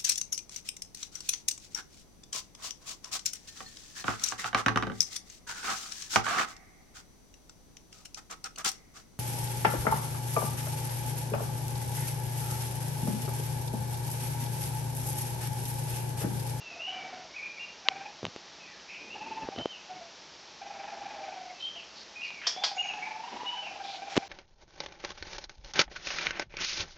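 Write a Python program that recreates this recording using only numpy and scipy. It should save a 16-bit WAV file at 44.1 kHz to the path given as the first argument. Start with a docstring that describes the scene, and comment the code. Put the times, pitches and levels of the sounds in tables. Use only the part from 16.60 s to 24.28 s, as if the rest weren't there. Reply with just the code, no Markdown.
"""In a cluttered shed young animals, probably raccoon kits, chitter: trains of short hoots, about 22 a
second, each a push of air whose pitch and level follow the effort. Further off a bird whistles slurred,
frequency-modulated phrases. Two sharp ticks excite the shed's reverberation, among soft rustles.
Fingers bump and click on the hand-held mono recorder, exciting its case modes, over a steady hiss."""
import sys
import numpy as np
from scipy import signal
from scipy.fft import rfft, irfft, next_fast_len
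from scipy.io import wavfile

SR = 44100
rng = np.random.default_rng(int(sys.argv[2]) if len(sys.argv) > 2 else 0)


def store_pcm(level_fs):
    """Save levels as 16-bit WAV."""
    pcm = np.round(np.clip(level_fs, -1, 1) * 32767).astype(np.int16)
    wavfile.write(sys.argv[1], SR, np.atleast_2d(pcm).T)


N = 338688

# Trains of hoots, each swelling to a crest of effort and easing off: (first hoot [s], last hoot [s],
# rate [1/s], crest position [0-1], crest pitch [Hz], pitch sag at least effort [share],
# relative crest level [dB], fade at least effort [dB], overtone shift [dB], hiss [dB], scuffle [dB])
TRAINS = [(.125, .212, 22, 0, 695, .07, -46, 1, 0, -64, -62),
          (.283, .662, 24, .3, 768, .1, -41.5, 7, 0, -52, -56),
          (1.267, 1.465, 20, 1, 808, .06, -37.5, 3, 4, -55, -58),
          (2.565, 2.985, 19, .33, 900, .22, -37, 5, -2, -56, -54),
          (3.308, 3.422, 17, .2, 725, .05, -43, 0, -4, -66, -59),
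          (4.024, 4.905, 23, .36, 820, .11, -38.5, 3, -1, -54, -58),
          (5.167, 5.167, 22, 0, 675, 0, -46, 0, -2, -70, -68),
          (5.98, 6.172, 21, .45, 815, .09, -35.5, 2, -2, -62, -66),
          (6.215, 6.6, 23.4, 1, 858, .08, -37, 1, -1, -53, -61),
          (6.64, 6.94, 23.4, 1, 965, .02, -37.5, 1, -2, -51, -57),
          (6.98, 7.39, 22, .4, 825, .08, -37.5, 5, 0, -57, -62),
          (7.428, 7.629, 20, .4, 805, .05, -36.5, 3, 0, -60, -60)]


def kits():
    """Vocal effort sets both pitch and level of each hoot; a weaker voice chitters along out of step."""
    # Bouts of the weaker voice: (start [s], end [s], pitch [Hz], level [dB])
    weak_bouts = [(.3, 0.661, 686, -50.5), (4.02, 4.924, 668.5, -48), (4.25, 4.66, 846, -49.5),
                  (6.03, 6.754, 742.5, -49), (6.64, 7.003, 838, -42.5), (7.03, 7.65, 706, -49)]
    lead_db, duty, weak_period_s = -1.24, .8, .045  # duty: the share of its beat that a hoot fills
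    out = np.zeros(N)
    for first, last, rate, crest, crest_hz, sag, crest_db, fade_db, overtone_db, _, _ in TRAINS:
        times = np.linspace(first, last, int(round((last - first) * rate)) + 1)
        progress = np.linspace(0, 1, len(times))
        slack = ((progress - crest) / max(crest, 1 - crest)) ** 2  # 0 at the crest, 1 at least effort
        scatter = np.sqrt(3) * rng.uniform(-1, 1, (len(times), 4))  # unit variance
        for s, ease, (stretch, detune, force, lag) in zip(times, slack, scatter):
            length = duty * (1 + .12 * stretch) / rate
            hz = crest_hz * (1 - sag * ease + .016 * detune)
            db = lead_db + crest_db - fade_db * ease + 1.4 * force
            lead = hoot(hz, length, arch=.073, rough=.048,
                        second_db=overtone_db - 16, third_db=overtone_db - 12, rasp_db=-20.5)
            add(out, s - length / 2 + .0015 * lag, undb(db) * lead)
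    for start, end, hz, db in weak_bouts:
        times = np.arange(start, end, weak_period_s)
        for s, (lag, detune, force) in zip(times, rng.standard_normal((len(times), 3))):
            weak = hoot(hz * (1 + .03 * detune), length=.042, arch=.057, rough=.04,
                        second_db=-17, third_db=-18.5, rasp_db=-18)
            add(out, s - len(weak) / SR / 2 + .004 * lag, undb(db + .76 * force) * weak)
    return room(out, t60=.26, wet_db=-4.5, build_s=.008)


def hoot(hz, length, arch, rough, second_db, third_db, rasp_db):
    """A harmonic tone whose fundamental arches with the push of air; rasp pulses once per cycle."""
    t = clock(length)
    u = t / length
    jitter = rough * noise(130, 120, len(t))
    pitch = hz * (1 + arch * (1 / 20 - (2 * u - 1) ** 2) + jitter)
    phase = 2 * np.pi * np.cumsum(pitch) / SR
    # each hoot has its own share of overtones
    second, third = undb(np.array([second_db, third_db]) + 2.4 * rng.standard_normal(2))
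    tone = np.sin(phase) + second * np.sin(2 * phase) + third * np.sin(3 * phase)
    rasp = noise(2800, 590, len(t)) * (1 + np.sin(phase))
    return (np.sqrt(2) * tone + undb(rasp_db) * rasp) * swell(u, .53)


def stirring():
    """The kits stir as they call: two noise bands, amplitude-modulated together, swell with each train."""
    margin_s = .06  # before and after the train
    out = np.zeros(N)
    for first, last, *_, hiss_db, scuffle_db in TRAINS:
        t = clock(last - first + 2 * margin_s)
        grain = unit(undb(2.1 * noise(54, 90, len(t))))
        hiss = undb(hiss_db) * noise(1500, 1300, len(t)) * swell(t / t[-1], .35)
        scuffle = undb(scuffle_db) * noise(290, 240, len(t)) * swell(t / t[-1], .43)
        add(out, first - margin_s, (hiss + scuffle) * grain)
    return out


def bird():
    """Long calls and short chirps, smeared by a reverberant field about as strong as the direct sound."""
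    # Held whistles that break into a hoarse fall:
    # (time [s], hold [s], pitch [Hz], hold level [dB], fall level [dB])
    calls = [(2.954, 0.12, 3081, -46, -50.5), (4.992, .115, 3158, -43, -49),
             (6.178, 0.048, 2853, -33.5, -51.5), (6.853, 0.13, 2985, -38.5, -44.5)]
    # Slurred notes: (time [s], length [s], pitch [Hz], glide [share], level [dB], warble scale [Hz])
    chirps = [(0.0, 0.17, 2652, -.13, -51, 10), (0.187, .15, 2888, 0.13, -41, 59),
              (0.32, 0.12, 2340, -0.045, -46, 12), (.738, 0.032, 2400, 0.19, -48, 25),
              (0.76, 0.043, 2430, -.13, -40.5, 20), (0.803, 0.0786, 2420, 0.034, -41, 58),
              (0.971, 0.059, 2410, 0.13, -47.5, 40), (.991, 0.067, 2793, 0.014, -43, 9),
              (1.991, .11, 2490, -0.15, -56, 10), (2.074, 0.088, 1860, -0.211, -59, 9),
              (2.278, 0.1, 2506, 0.058, -47.5, 230), (2.372, 0.078, 2476, .02, -51.5, 25),
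              (2.499, .056, 2767, 0.063, -46.5, 74), (2.596, .11, 2596, -0.054, -51, 130),
              (4.946, 0.078, 2640, -.04, -59, 7), (5.555, 0.06, 2489, -0.007, -43, 12),
              (5.613, .05, 2802, 0.043, -41, 70), (5.631, 0.045, 2468, -0.16, -41.5, 170),
              (5.687, 0.15, 2310, -0.18, -52, 30), (5.811, 0.057, 2260, 0.086, -45, 770),
              (5.835, 0.23, 3390, 0.15, -50, 8), (6.145, 0.15, 6640, -.035, -52, 12),
              (6.221, 0.035, 2430, -0.22, -42, 35), (6.288, 0.0304, 2680, -0.14, -39, 27),
              (6.414, 0.064, 2303, 0.054, -40.5, 100), (6.844, 0.06, 3750, .02, -54.5, 130)]
    out = np.zeros(N)
    for s, hold, hz, db, fall_db in calls:
        held = slur(hold, hz, glide=.031, bow_hz=.018 * hz, warble_hz=10, edge=.13)
        fall = slur(length=.073, hz=.92 * hz, glide=-.188, bow_hz=54, warble_hz=190, edge=.2)
        add(out, s, undb(db) * held)
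        add(out, s + 1.3 * hold, undb(fall_db) * fall)
    for s, length, hz, glide, db, warble_hz in chirps:
        add(out, s, undb(db) * slur(length, hz, glide, bow_hz=54, warble_hz=warble_hz, edge=.13))
    return room(out, t60=.49, wet_db=.5, build_s=.0018)


def slur(length, hz, glide, bow_hz, warble_hz, edge):
    """Frequency modulation: a whistle glides along an arch with a fast warble, over a hoarse undertone."""
    hoarse_db, hoarse_ratio, hoarse_warble_hz = -15.5, .93, 258
    t = clock(length)
    u = t / length
    pitch = hz * (1 + glide * (u - .5)) - bow_hz * (2 * u - 1) ** 2
    warble = .7 * warble_hz * noise(150, 90, len(t))
    rasp = hoarse_warble_hz * noise(250, 150, len(t))
    wander = 14 * noise(40, 40, len(t))
    whistle = np.sin(2 * np.pi * np.cumsum(pitch + warble + wander) / SR)
    hoarse = np.sin(2 * np.pi * np.cumsum(hoarse_ratio * pitch + rasp) / SR)
    force_db = 1.5 * noise(60, 50, len(t))
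    return undb(force_db) * np.sqrt(2) * (whistle + undb(hoarse_db) * hoarse) * swell(u, edge)


def ticks():
    """Exponentially decaying transients: a bright burst, fronted by a lower crack, rings in the shed."""
    # Sharp ticks across the shed:
    # (time [s], level [dB], decay constant [s], centre [Hz], bandwidth [Hz], relative crack level [dB])
    bursts = [(5.867, -18, 0.014, 5220, 1290, -2), (6.036, -23.5, 0.022, 4700, 1500, 6)]
    out, t = np.zeros(N), clock(.15)
    attack = 1 - np.exp(-t / .0037)
    for s, db, decay, centre_hz, width_hz, crack_db in bursts:
        bright = noise(centre_hz, width_hz / 2, len(t)) * np.exp(-t / decay)
        crack = (noise(3400, 250, len(t)) + .58 * noise(1300, 1500, len(t))) * np.exp(-t / .007)
        add(out, s, undb(db) * (bright + undb(crack_db) * crack) * attack)
    return room(out, t60=.24, wet_db=-3.5, build_s=.0046)


def rustles():
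    """Friction noise: soft swells of scuffing, made grainy by random amplitude modulation."""
    # Rustles and rubs: (time [s], length [s], level [dB], centre [Hz], bandwidth [Hz])
    rubs = [(1.625, 0.072, -45, 135, 130), (2.36, .5, -54.5, 303, 400), (2.817, 0.041, -43.5, 130, 400),
            (2.97, 0.058, -40, 237, 700), (4.981, 0.12, -52, 3900, 1200), (5.348, 0.1, -50.5, 4400, 1400),
            (5.628, 0.072, -50.5, 4400, 1400), (6.709, 0.07, -48.5, 340, 400),
            (7.22, 0.18, -45, 3700, 1800), (7.492, 0.066, -44, 2500, 6000), (7.553, 0.027, -34, 900, 3000)]
    out = np.zeros(N)
    for s, length, db, centre_hz, width_hz in rubs:
        t = clock(length)
        grain = unit(undb(2 * noise(120, 170, len(t))))
        scuff = noise(centre_hz, width_hz / 2, len(t)) * grain
        add(out, s, undb(db) * scuff * swell(t / length, .19))
    return out


def handling():
    """Structure-borne sound: a bump gives a heavily damped thump, a modal ring and a sharp edge."""
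    # Fingers on the recorder: (time [s], thump [dB], thump frequency [Hz], ring gain [dB], edge [dB])
    bumps = [(1.2858, -40, 900, -2.5, -31), (1.6302, -21, 308, -54, -26), (1.6446, -23.5, 332, -42, -44),
             (1.6526, -32, 513, -22.5, -12.5), (1.6662, -25, 417, -28, -41),
             (1.7623, -27.5, 337, -48, -21.5), (1.9865, -50, 600, -46, -37), (2.199, -50, 600, -42, -35),
             (2.8875, -16, 360, -55, -42), (2.962, -25, 342, -32, -44), (2.987, -22.5, 252, -25.5, -47),
             (3.0575, -11, 370, -34, -20), (5.705, -33.5, 900, -31, -42), (5.964, -27.5, 480, -43, -39),
             (6.338, -36, 504, -32, -33), (6.833, -29.5, 342, -42, -47), (7.421, -37, 394, -48, -37),
             (7.567, -16, 400, -41, -6.5), (7.5701, -17, 400, -40, -18), (7.5733, -20, 454, -14, -38),
             (7.577, -5.5, 250, -27, -5)]
    # Modes of the plastic case: (frequency [Hz], 60 dB decay time [s], relative level [dB])
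    case_modes = [(665, 0.0098, -18), (1085, 0.0062, -4), (2240, 0.0065, -6.5), (2966, 0.0027, 11),
                  (3670, 0.0025, 7), (6520, 0.0086, -20.5)]
    out, t = np.zeros(N), clock(.03)
    ring = sum(undb(db) * np.sin(2 * np.pi * hz * t) * np.exp(-np.log(1000) * t / t60)
               for hz, t60, db in case_modes)
    attack = 1 - np.exp(-t / .00044)
    ring = signal.sosfilt(signal.butter(2, 450, "highpass", fs=SR, output="sos"), ring * attack)
    edge = np.exp(-t / .0001)
    for s, thump_db, thump_hz, ring_db, edge_db in bumps:
        cycles = thump_hz * t
        pulse = np.sin(2 * np.pi * cycles) * cycles * np.exp(-cycles / .23)
        thump = np.gradient(pulse, cycles)
        add(out, s, undb(thump_db) * thump + undb(ring_db) * ring + undb(edge_db) * edge)
    return out


def background():
    """Stationary noise: a broadband hiss over a faint, deep, narrow-band drone."""
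    # Hiss spectrum ahead of the bass shelf: (frequency [Hz], relative spectral density [dB])
    spectrum = [(15, -41), (25, -11), (108, -12), (174, -2.5), (267, -5.5), (339, -1.5), (474, -3.5),
                (662, -1), (747, -4.5), (822, 1), (1020, -4.5), (1490, -6.5), (2240, -6), (5700, -4.5),
                (7600, -16), (9880, -66), (16700, -120)]
    hiss_db, shelf_db, drone_db = -50, -1.5, -78
    f = np.fft.rfftfreq(N, 1 / SR) + 1
    hz, db = np.transpose(spectrum)
    gain = undb(np.interp(np.log(f), np.log(hz), db))
    hiss = unit(irfft(rfft(rng.standard_normal(N)) * gain, N))
    bass = signal.sosfiltfilt(signal.butter(2, 600, fs=SR, output="sos"), hiss)
    hiss += (undb(shelf_db) - 1) * bass
    drone_band = signal.butter(2, [56, 76], "bandpass", fs=SR, output="sos")
    drone = unit(signal.sosfilt(drone_band, rng.standard_normal(N)))
    return undb(hiss_db) * hiss + undb(drone_db) * drone


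def room(x, t60, wet_db, build_s):
    """Reverberation: dense reflections off the clutter build up, then decay 60 dB in t60 seconds."""
    t = clock(1)
    tail = rng.standard_normal(SR) * np.exp(-np.log(1000) * t / t60) * (1 - np.exp(-t / build_s))
    return x + undb(wet_db) * signal.fftconvolve(x, tail / np.linalg.norm(tail))[:N]


def noise(centre_hz, half_width_hz, size):
    """White noise through a resonance applied twice; rms about one."""
    span = max(16384, next_fast_len(size))
    f = np.fft.rfftfreq(span, 1 / SR) + 1
    gain = 1 / (1 + ((f * f - centre_hz ** 2) / (f * half_width_hz * 2)) ** 2)
    return unit(irfft(rfft(rng.standard_normal(span)) * gain, span))[:size]


def swell(u, edge):
    """Raised-cosine envelope over 0-1; attack and release each take the share edge."""
    return np.sin(np.pi / 2 * np.clip(np.minimum(u, 1 - u) / edge, 0, 1)) ** 2


def undb(db):
    """Decibels to amplitude ratio."""
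    return 10 ** (np.asarray(db) / 20)


def unit(x):
    """Scale to an rms of one."""
    return x / np.sqrt(np.mean(x ** 2))


def clock(length):
    """Sample times over a length in seconds."""
    return np.arange(int(length * SR)) / SR


def add(track, start, sound):
    """Superpose a sound on a track at a time in seconds."""
    i = int(round(start * SR))
    part = sound[max(-i, 0):max(N - i, 0)]
    track[max(i, 0):max(i, 0) + len(part)] += part


def scene():
    """Superposition: all sources sum at one microphone, which feeds both channels."""
    mono = kits() + stirring() + bird() + ticks() + rustles() + handling() + background()
    return np.array([mono, mono])


def record(dry):
    """Band limiting in the recorder: no deep bass; the treble rolls off, then is cut."""
    bass_hz, rolloff_hz, top_hz = 45, 6900, 7750
    thin = signal.sosfilt(signal.butter(2, bass_hz, "highpass", fs=SR, output="sos"), dry)
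    soft = signal.sosfilt(signal.butter(6, rolloff_hz, fs=SR, output="sos"), thin)
    return signal.sosfilt(signal.ellip(8, .2, 70, top_hz, fs=SR, output="sos"), soft)


dry = scene()
out = record(dry)
store_pcm(out)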